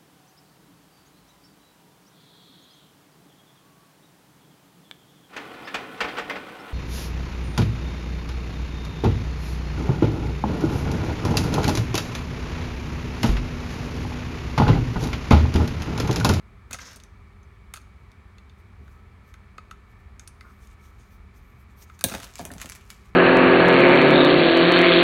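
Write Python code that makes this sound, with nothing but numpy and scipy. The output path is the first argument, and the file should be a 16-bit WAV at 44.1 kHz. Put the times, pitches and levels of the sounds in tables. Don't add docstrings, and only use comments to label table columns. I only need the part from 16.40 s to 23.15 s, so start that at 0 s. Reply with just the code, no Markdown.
import sys
import numpy as np
from scipy import signal
from scipy.fft import rfft, irfft, next_fast_len
from scipy.io import wavfile

SR = 44100
rng = np.random.default_rng(int(sys.argv[2]) if len(sys.argv) > 2 else 0)


def store_pcm(level_fs):
    pcm = np.round(np.clip(level_fs, -1, 1) * 32767).astype(np.int16)
    wavfile.write(sys.argv[1], SR, np.atleast_2d(pcm).T)


N = 297675
TOP_HZ = 16300
HELD_FROM_S, HELD_UNTIL_S = 1.6, 5.55

PLASTIC_EDGES = [200, 1100, 1600, 3000, 4600, 7500, 11000, 16000]
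# start in seconds, level in dB, pitch in Hz, focus in dB per octave.
THUDS = [(.307, -53, 230, 4), (.331, -50, 400, 1), (.344, -50, 900, 6), (.56, -54, 230, 5),
         (3.1797, -53.5, 330, 3.5), (5.6408, -31.5, 215, 14), (5.651, -36, 79, 4), (5.658, -40, 400, 9),
         (5.715, -41, 215, 2.5), (5.738, -40, 500, 2), (5.749, -42, 700, -1.5), (5.751, -43, 79, 5.5),
         (5.993, -38, 780, 11), (5.995, -42, 200, 5), (6.053, -46.5, 400, 4), (6.1035, -45, 1400, 7),
         (6.11, -44, 200, 6), (6.148, -49.5, 230, 9), (6.242, -48, 236, 2.5)]


def mount_clicks():
    # start in seconds, level in dB, pitch in Hz, focus in dB per octave.
    clicks = [(.306, -48, 1460, 9), (0.31, -45, 6400, 0), (.317, -47, 1530, 12), (0.322, -41, 2550, 16),
              (0.3299, -32.5, 6450, 12), (0.3307, -31.5, 6860, 12), (.3325, -35, 2540, 16),
              (0.3438, -39, 2050, 4), (0.3872, -43.5, 1640, 4), (0.3919, -42, 2110, 9),
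              (0.471, -50, 6300, 16), (.5115, -55, 4500, 3), (.531, -56, 9300, 1), (0.5603, -47, 8400, 7),
              (.568, -56, 9300, 3), (0.6003, -51.5, 3700, 7.5), (0.6364, -49, 6000, 11),
              (1.031, -63, 6200, 16), (1.3372, -47, 2160, 10), (1.339, -39, 9300, 10),
              (1.3656, -50, 7400, 4), (1.3718, -46, 1305, 3), (1.415, -62, 6400, 9),
              (1.717, -58, 3650, 7.5), (1.9829, -50.5, 3050, 12), (2.096, -55, 3620, 17),
              (2.479, -57, 1440, 6.5), (2.9401, -50.5, 2070, 4.5), (3.181, -37.5, 1292, 8),
              (3.183, -52, 2070, 12), (3.311, -38.5, 1303, 6), (3.7953, -40.5, 6400, 19),
              (3.7955, -51.5, 2300, 6), (3.8752, -46.5, 5600, 6), (3.8772, -43, 9300, 21),
              (4.009, -45, 2050, 7.5), (4.272, -59.5, 6450, 6), (5.4981, -46, 1294, 9),
              (5.591, -51, 7400, 3), (5.6099, -41.5, 6370, 2), (5.611, -47, 1620, 9),
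              (5.686, -38.5, 6300, 4), (5.697, -38, 4000, 5), (5.714, -42.5, 1550, 4),
              (5.721, -38, 2520, 9), (5.738, -41, 2050, 3), (5.7482, -38, 2530, 5), (5.7502, -41, 9200, 1),
              (5.8, -46, 1890, 1)]
    # pitch in Hz, level in dB, decay (t60) in seconds.
    mount_modes = [(690, -9, .02), (1305, 4, .026), (1520, -2, .02), (2050, -3, .02), (2550, -3, .02),
                   (3630, -4, .015), (4450, -7, .013), (5600, -9, .012), (6450, -2, .013), (9300, -5, .012),
                   (12600, -9, .01)]
    colour_db = [-5.5, 0.5, -3.5, -4.3, -3.3, -4, -8]
    lift_db, reach_octaves = 11.5, 0.21
    hz, mode_db, life = np.transpose(mount_modes)
    out = np.zeros(N)
    for s, db, pitch_hz, focus_db in arm_bounces() + clicks:
        t60 = 0.029 if HELD_FROM_S < s < HELD_UNTIL_S else 0.044
        near = np.exp(-(np.log2(hz / pitch_hz) / reach_octaves) ** 2)
        modes = np.transpose([hz + near * (pitch_hz - hz), mode_db + lift_db * near, life])
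        levels = voicing(PLASTIC_EDGES, db, pitch_hz, focus_db) + colour_db
        click = strike(modes, t60, PLASTIC_EDGES, levels, ring_db=1, spike_db=12, bare_db=-2,
                       swell_cycles=1.4, detune=0.0071, cutoff_hz=14000)
        add(out, s, room(click, early_db=-12, tail_db=-16))
    return out


def arm_bounces(s=1.3383, db=-37.5, pitch_hz=1305, focus_db=2.8):
    hop_s, shrink, loss_db = 0.0205, 0.76, 8.5
    return [(s + hop_s * (1 - shrink ** k) / (1 - shrink), db - loss_db * k, pitch_hz, focus_db)
            for k in range(3)]


def mount_landing(start_s=5.6401):
    # pitch in Hz, level in dB, decay (t60) in seconds.
    shell_modes = [(540, -2, .03), (690, -5, .03), (990, -5, .03), (1700, -1, .025), (2480, -4, .03),
                   (2750, -6, .03), (3750, 2, .03), (4050, -2, .03), (4520, -7, .025), (6100, -2, .04),
                   (6280, -4, .04), (6600, -2, .04), (7900, -8, .025), (9270, 3, .032), (9800, -2, .045),
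                   (10500, -7, .03), (12000, -4, .03), (12300, -5, .03), (13770, -3, .035),
                   (14550, -3, .03), (15600, -6, .025)]
    levels = [-29, -39, -31, -24, -25.5, -21, -23]
    blow = strike(shell_modes, t60=0.03, edges=PLASTIC_EDGES, levels_db=levels, ring_db=-8.5,
                  spike_db=8, bare_db=-10, swell_cycles=1, detune=0.001, cutoff_hz=20000)
    out = np.zeros(N)
    add(out, start_s, room(blow, early_db=-12, tail_db=-12))
    return out


def mount_scrape():
    # start in seconds, hold in seconds, level in dB.
    drags = [(.335, 0.015, -48), (.405, 0.145, -48), (.456, 0.01, -46)]
    # frequency in Hz, relative level in dB.
    tone = [(120, -47), (200, -1), (289, -1), (409, -20), (482, 0.5), (800, -15.5), (1000, -1), (1200, -8),
            (1550, -1.5), (2600, -8.5), (3250, -8), (4200, -7), (6400, -5.5), (7680, -19), (10300, -24),
            (12700, -19), (16000, -43)]
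    drag = swells(drags, attack_s=0.068, release_s=0.13, sag_db_per_s=37)
    slide = friction(tone, rate=2000, spread_db=0, smooth_db=1.5)
    grit = grains(rate=700, pitch_hz=5960, octaves=0.2, cycles=40, spread_db=3)
    rattle = grains(rate=230, pitch_hz=1880, octaves=0.59, cycles=13, spread_db=4)
    return amp(1.8 * wobble(70)) * drag * (slide + amp(-3.5) * grit + amp(-6) * rattle)


def joint_squeak(start_s=4.043, hold_s=0.06, db=-56):
    # frequency in Hz, relative level in dB.
    tone = [(800, -33.5), (1050, -10.5), (1330, -7), (1550, -15), (1900, -33), (3000, -70)]
    start_hz, fall_hz_per_s = 1500, 3500
    turn = swells([(start_s, hold_s, db)], attack_s=0.066, release_s=0.12)
    hz = start_hz - fall_hz_per_s * np.clip(np.arange(N) / SR - start_s, 0, 2 * hold_s)
    squeak = unit(np.sin(2 * np.pi * np.cumsum(hz) / SR + 0.9 * wobble(250)))
    return turn * unit(squeak + friction(tone, rate=500, spread_db=1, smooth_db=-6))


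def dull_thuds():
    # pitch in Hz, level in dB, decay (t60) in seconds.
    modes = [(83, -2, 0.064), (175, -10, 0.038), (226.5, -1.5, 0.039), (400, -9, .045), (526, -6, 0.031),
             (686, -3, 0.028), (853, -10, 0.033), (1496, -15.5, 0.024)]
    edges = [45, 140, 330, 600, 1100, 1900]
    colour_db = [0, -1, -3, -0.5, -2]
    out = np.zeros(N)
    for s, db, pitch_hz, focus_db in THUDS:
        levels = voicing(edges, db, pitch_hz, focus_db) + colour_db
        thud = strike(modes, t60=0.025, edges=edges, levels_db=levels, ring_db=-3, spike_db=3,
                      bare_db=-3, swell_cycles=0.2, detune=0.04, cutoff_hz=8000, onset_samples=1100)
        add(out, s, room(thud, early_db=-8.5, tail_db=-13))
    return out


def bag_snaps():
    # start in seconds, level in dB, pitch in Hz, focus in dB per octave.
    snaps = [(5.8259, -49, 4600, 4), (5.8315, -51, 3000, 1), (5.845, -48, 6950, 7), (5.938, -54, 4640, 8),
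             (5.9559, -44, 5470, 3.5), (5.983, -49, 5000, 8), (5.9887, -46.5, 7000, 9),
             (5.994, -44, 4500, 10), (6.0521, -37.5, 10000, 4.5), (6.116, -47, 8900, 4),
             (6.137, -48.5, 8900, 4), (6.1818, -49, 4300, 5), (6.2, -46, 3200, 7), (6.208, -52, 4000, 2),
             (6.2156, -40.5, 3620, 0), (6.2583, -46.5, 6000, 1.5), (6.2917, -51, 7000, 3),
             (6.2979, -43, 8500, 2), (6.3204, -42, 3900, 5), (6.3505, -54, 4000, -2),
             (6.357, -53.5, 2800, -0.5), (6.41, -59, 2100, 3), (6.503, -44.5, 4900, 2)]
    # pitch in Hz, level in dB, decay (t60) in seconds.
    modes = [(1370, -10, 0.032), (2314, -1, 0.075), (6300, -3.5, 0.012)]
    edges = [1100, 3000, 7500, 11000, 16000]
    colour_db = [1, -0.5, -2, -6.5]
    decay_cycles = 150
    out = np.zeros(N)
    for s, db, pitch_hz, focus_db in snaps:
        levels = voicing(edges, db, pitch_hz, focus_db) + colour_db
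        snap = strike(modes, decay_cycles / pitch_hz, edges, levels, ring_db=-12, spike_db=11,
                      bare_db=3, swell_cycles=2, detune=0.08, cutoff_hz=15500)
        add(out, s, room(snap, early_db=-7.5, tail_db=-14))
    return out


def bag_rustle():
    # peak time in seconds, level in dB.
    pushes = [(5.741, -41), (5.839, -45.5), (5.992, -48.5), (6.228, -49), (6.285, -57), (6.51, -61)]
    # frequency in Hz, relative level in dB.
    tone = [(590, -15), (1000, 3), (1520, -0.5), (2410, -0.5), (4840, -4), (6470, -3), (10400, -11.5),
            (12700, -9.5), (16000, -20)]
    pushing = swells([(s, 0, db) for s, db in pushes], attack_s=0.13, release_s=0.22)
    resting = swells([(5.68, 1.01, -65)], attack_s=0.05, release_s=0.18, sag_db_per_s=4)
    film = friction(tone, rate=700, spread_db=1.5, smooth_db=-5)
    creases = grains(rate=260, pitch_hz=5500, octaves=1.75, cycles=4.2, spread_db=5)
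    return amp(1.5 * wobble(65)) * (pushing + resting) * (film + amp(-4.5) * creases)


def coil_shuffle():
    # frequency in Hz, relative level in dB.
    tone = [(90, -20.5), (165, 3.5), (450, -11), (800, -10), (1600, -34), (3000, -32)]
    lag_s, base_db, follow = 0.018, -19, 0.56
    shifts = [(s + lag_s, 0, base_db + follow * db) for s, db, *_ in THUDS if s > HELD_UNTIL_S]
    motion = swells(shifts, attack_s=0.017, release_s=0.26)
    return motion * friction(tone, rate=390, spread_db=2.5, smooth_db=-9.5)


def finger_swishes():
    # middle in seconds, length in seconds, level in dB, whisper against the rub in dB.
    grips = [(2.197, 0.023, -72, -6), (2.52, 0.11, -79, 1), (2.89, 0.057, -72.5, -2), (3.51, .035, -79, 0),
             (3.606, .025, -80, 0), (3.828, 0.033, -74, -2), (3.95, 0.027, -85, -5), (4.1, 0.14, -72.5, -2),
             (4.243, 0.061, -64, -7), (4.323, 0.027, -67, -10), (4.458, 0.079, -65.5, -5),
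             (4.635, 0.13, -71, -10), (4.735, 0.048, -72, 4.5), (4.969, 0.035, -69.5, -1),
             (5.096, 0.12, -76, 2), (5.211, 0.035, -74, 3), (5.313, 0.031, -70.5, -7),
             (5.399, 0.037, -65, 4.5), (5.431, 0.021, -56, -3), (5.54, 0.14, -71, -4)]
    # frequency in Hz, relative level in dB.
    skin_tone = [(2500, -4), (4500, -4.5), (6500, 1), (7700, -5), (9000, -5), (10500, -13), (16000, -24.5)]
    whisper_tone = [(6000, -17), (9500, -14), (11500, -1), (14500, -2), (16000, -9)]
    t = np.arange(N) / SR
    scratches = grains(rate=150, pitch_hz=7450, octaves=1, cycles=4.2, spread_db=2)
    rub = amp(3.2 * wobble(40)) * friction(skin_tone, rate=5000, spread_db=-1, smooth_db=3)
    rub += amp(-8) * scratches
    whisper = amp(1.5 * wobble(50)) * friction(whisper_tone, rate=3300, spread_db=-2, smooth_db=-1)
    out = np.zeros(N)
    for s, length, db, whisper_db in grips:
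        span = slice(round((s - 2 * length) * SR), round((s + 2 * length) * SR))
        swish = recoloured(rub[span] + amp(whisper_db) * whisper[span], depth_db=2, count=28)
        out[span] += amp(db) * np.exp(-2 * ((t[span] - s) / length) ** 2) * swish
    return out


def room(x, early_db, tail_db):
    # frequency in Hz, t60 in seconds.
    decay = [(100, 0.26), (500, 0.67), (2000, 0.69), (8000, 0.4), (16000, 0.3)]
    hz, t, noise = signal.stft(rng.standard_normal(SR // 4), SR, nperseg=256)
    fade = amp(-60 * t / np.maximum(along(decay, hz), 0.02)[:, None])
    tail = signal.istft(noise * fade, SR, nperseg=256)[1]
    early = rng.standard_normal(len(tail)) * amp(-60 * np.arange(len(tail)) / SR / 0.095)
    answer = (amp(early_db) * unit(early) + amp(tail_db) * unit(tail)) / np.sqrt(len(tail))
    return signal.fftconvolve(x, np.r_[1, np.zeros(SR // 200), answer])


def room_tone():
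    # pitch in Hz, level in dB.
    lines = [(64.6, -57.5), (194, -64.5), (402, -71.5), (1157, -74), (1298, -70), (1760, -73), (2260, -71)]
    # frequency in Hz, relative level in dB.
    rumble_tone = [(15, -55), (25, -32), (32, -18), (41, -3), (55, -2), (72, -1), (95, -4), (108, -10),
                   (125, -10), (152, -19), (195, -14), (235, -19), (300, -26), (400, -22), (520, -33),
                   (800, -36), (1500, -70)]
    air_tone = [(400, -9), (700, -3), (950, 0.5), (1200, 4), (1550, -3), (1760, -0.5), (2000, -2.5),
                (2320, 1), (2700, -10.5), (4200, -14.5), (5500, -21), (9000, -24.5), (16000, -32)]
    t = np.arange(N) / SR
    hum = sum(amp(db + 3.76 * wobble(8.9)) * np.sin(2 * np.pi * hz * t + 0.17 * hz ** 0.4 * wobble(12))
              for hz, db in lines)
    rumble = amp(-49.5 + 0.2 * wobble(13)) * coloured(rng.standard_normal(N), rumble_tone)
    surge = swells([(2.395, 0.034, 0.7)], attack_s=0.042, release_s=0.19)
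    air = amp(-61) * coloured(rng.standard_normal(N), air_tone)
    return hum + rumble * (1 + surge) + air


def strike(modes, t60, edges, levels_db, ring_db, spike_db, bare_db, swell_cycles, detune, cutoff_hz,
           onset_samples=530):
    t = np.arange(4096) / SR
    f = np.fft.rfftfreq(len(t), 1 / SR) + 1
    spike = amp(spike_db - 60 * t / 0.0018)
    crack = rng.standard_normal(len(t)) * (spike + amp(-60 * t / max(t60, 0.002)))
    half_width = 0.035
    body = amp(bare_db) + sum(amp(db) / (1 + 1j * (f - hz) / (half_width * hz)) for hz, db, _ in modes)
    ring = np.zeros(len(t))
    for hz, db, life in modes:
        envelope = amp(db + rng.normal(0, 1.5) - 60 * t / life) * (1 - np.exp(-t * hz / swell_cycles))
        ring += envelope * np.sin(2 * np.pi * (hz * rng.normal(1, detune) * t + rng.random()))
    blow = (rfft(crack) * body + amp(ring_db) * rfft(ring)) * third_order(1j * f / cutoff_hz) ** 2
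    registers = [irfft(blow * third_order(1j * (f - lo * hi / f) / (hi - lo)))
                 for lo, hi in zip(edges, edges[1:])]
    return sum(amp(db) * part / np.sqrt(np.mean(part[:onset_samples] ** 2))
               for db, part in zip(levels_db, registers))


def voicing(edges, db, pitch_hz, focus_db):
    centres = np.sqrt(np.multiply(edges[:-1], edges[1:]))
    return db - focus_db * np.abs(np.log2(centres / pitch_hz))


def friction(tone, rate, spread_db, smooth_db):
    sizes = amp(spread_db * np.minimum(rng.exponential(size=N), 4)) * rng.standard_normal(N)
    slips = unit(sizes * (rng.random(N) < rate / SR))
    return coloured(slips + amp(smooth_db) * rng.standard_normal(N), tone)


def grains(rate, pitch_hz, octaves, cycles, spread_db):
    when, size, spot = rng.random((int(rate * N / SR), 3)).T
    hz = np.minimum(pitch_hz * 2 ** (octaves * (2 * spot - 1)), TOP_HZ)
    k = np.arange(256)
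    turns = hz[:, None] * k / SR
    size_db = spread_db * np.minimum(-np.log(1 - size), 3)[:, None]
    ticks = amp(size_db - 60 * turns / cycles) * np.sin(2 * np.pi * turns)
    positions = (when * N).astype(int)[:, None] + k
    return unit(np.bincount(positions.ravel(), ticks.ravel(), N)[:N])


def swells(rows, attack_s, release_s, sag_db_per_s=0):
    t = np.arange(N) / SR
    level_db = np.full(N, -120.0)
    for s, hold, db in rows:
        fade = np.maximum((s - t) / attack_s, (t - s - hold) / release_s).clip(min=0)
        level_db = np.maximum(level_db, db - sag_db_per_s * np.clip(t - s, 0, hold) - 60 * fade)
    return amp(level_db)


def wobble(rate):
    knots = rng.standard_normal(int(N * rate / SR) + 2)
    return np.interp(np.arange(N) * rate / SR, np.arange(len(knots)), knots)


def recoloured(x, depth_db, count):
    z = rfft(x)
    bumps = np.interp(np.linspace(0, count - 1, len(z)), np.arange(count), rng.standard_normal(count))
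    return irfft(z * amp(depth_db * bumps), len(x))


def coloured(x, tone):
    return unit(filtered(x, lambda hz: amp(along(tone, hz))))


def filtered(x, response):
    m = next_fast_len(N + 8192)
    return irfft(rfft(x, m) * response(np.fft.rfftfreq(m, 1 / SR)), m)[:N]


def third_order(s):
    return 1 / ((s + 1) * (s * s + s + 1))


def along(points, hz):
    f, v = np.transpose(points)
    return np.interp(np.log(hz + 1), np.log(f + 1), v)


def amp(db):
    return 10 ** (np.asarray(db) / 20)


def unit(x):
    return x / np.sqrt(np.mean(x ** 2) + 1e-20)


def add(track, s, sound):
    part = track[round(s * SR):][:len(sound)]
    part += sound[:len(part)]


def scene():
    bed = room_tone() + finger_swishes()
    rubbing = mount_scrape() + joint_squeak() + bag_rustle() + coil_shuffle()
    rubbing = room(rubbing, early_db=-11.5, tail_db=-11.5)[:N]
    return (bed + rubbing + mount_landing() + dull_thuds() + bag_snaps() + mount_clicks())[None]


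def record(dry):
    return filtered(dry[0], lambda hz: 1 / (1 + (hz / TOP_HZ) ** 120))[None]


dry = scene()
out = record(dry)
store_pcm(out)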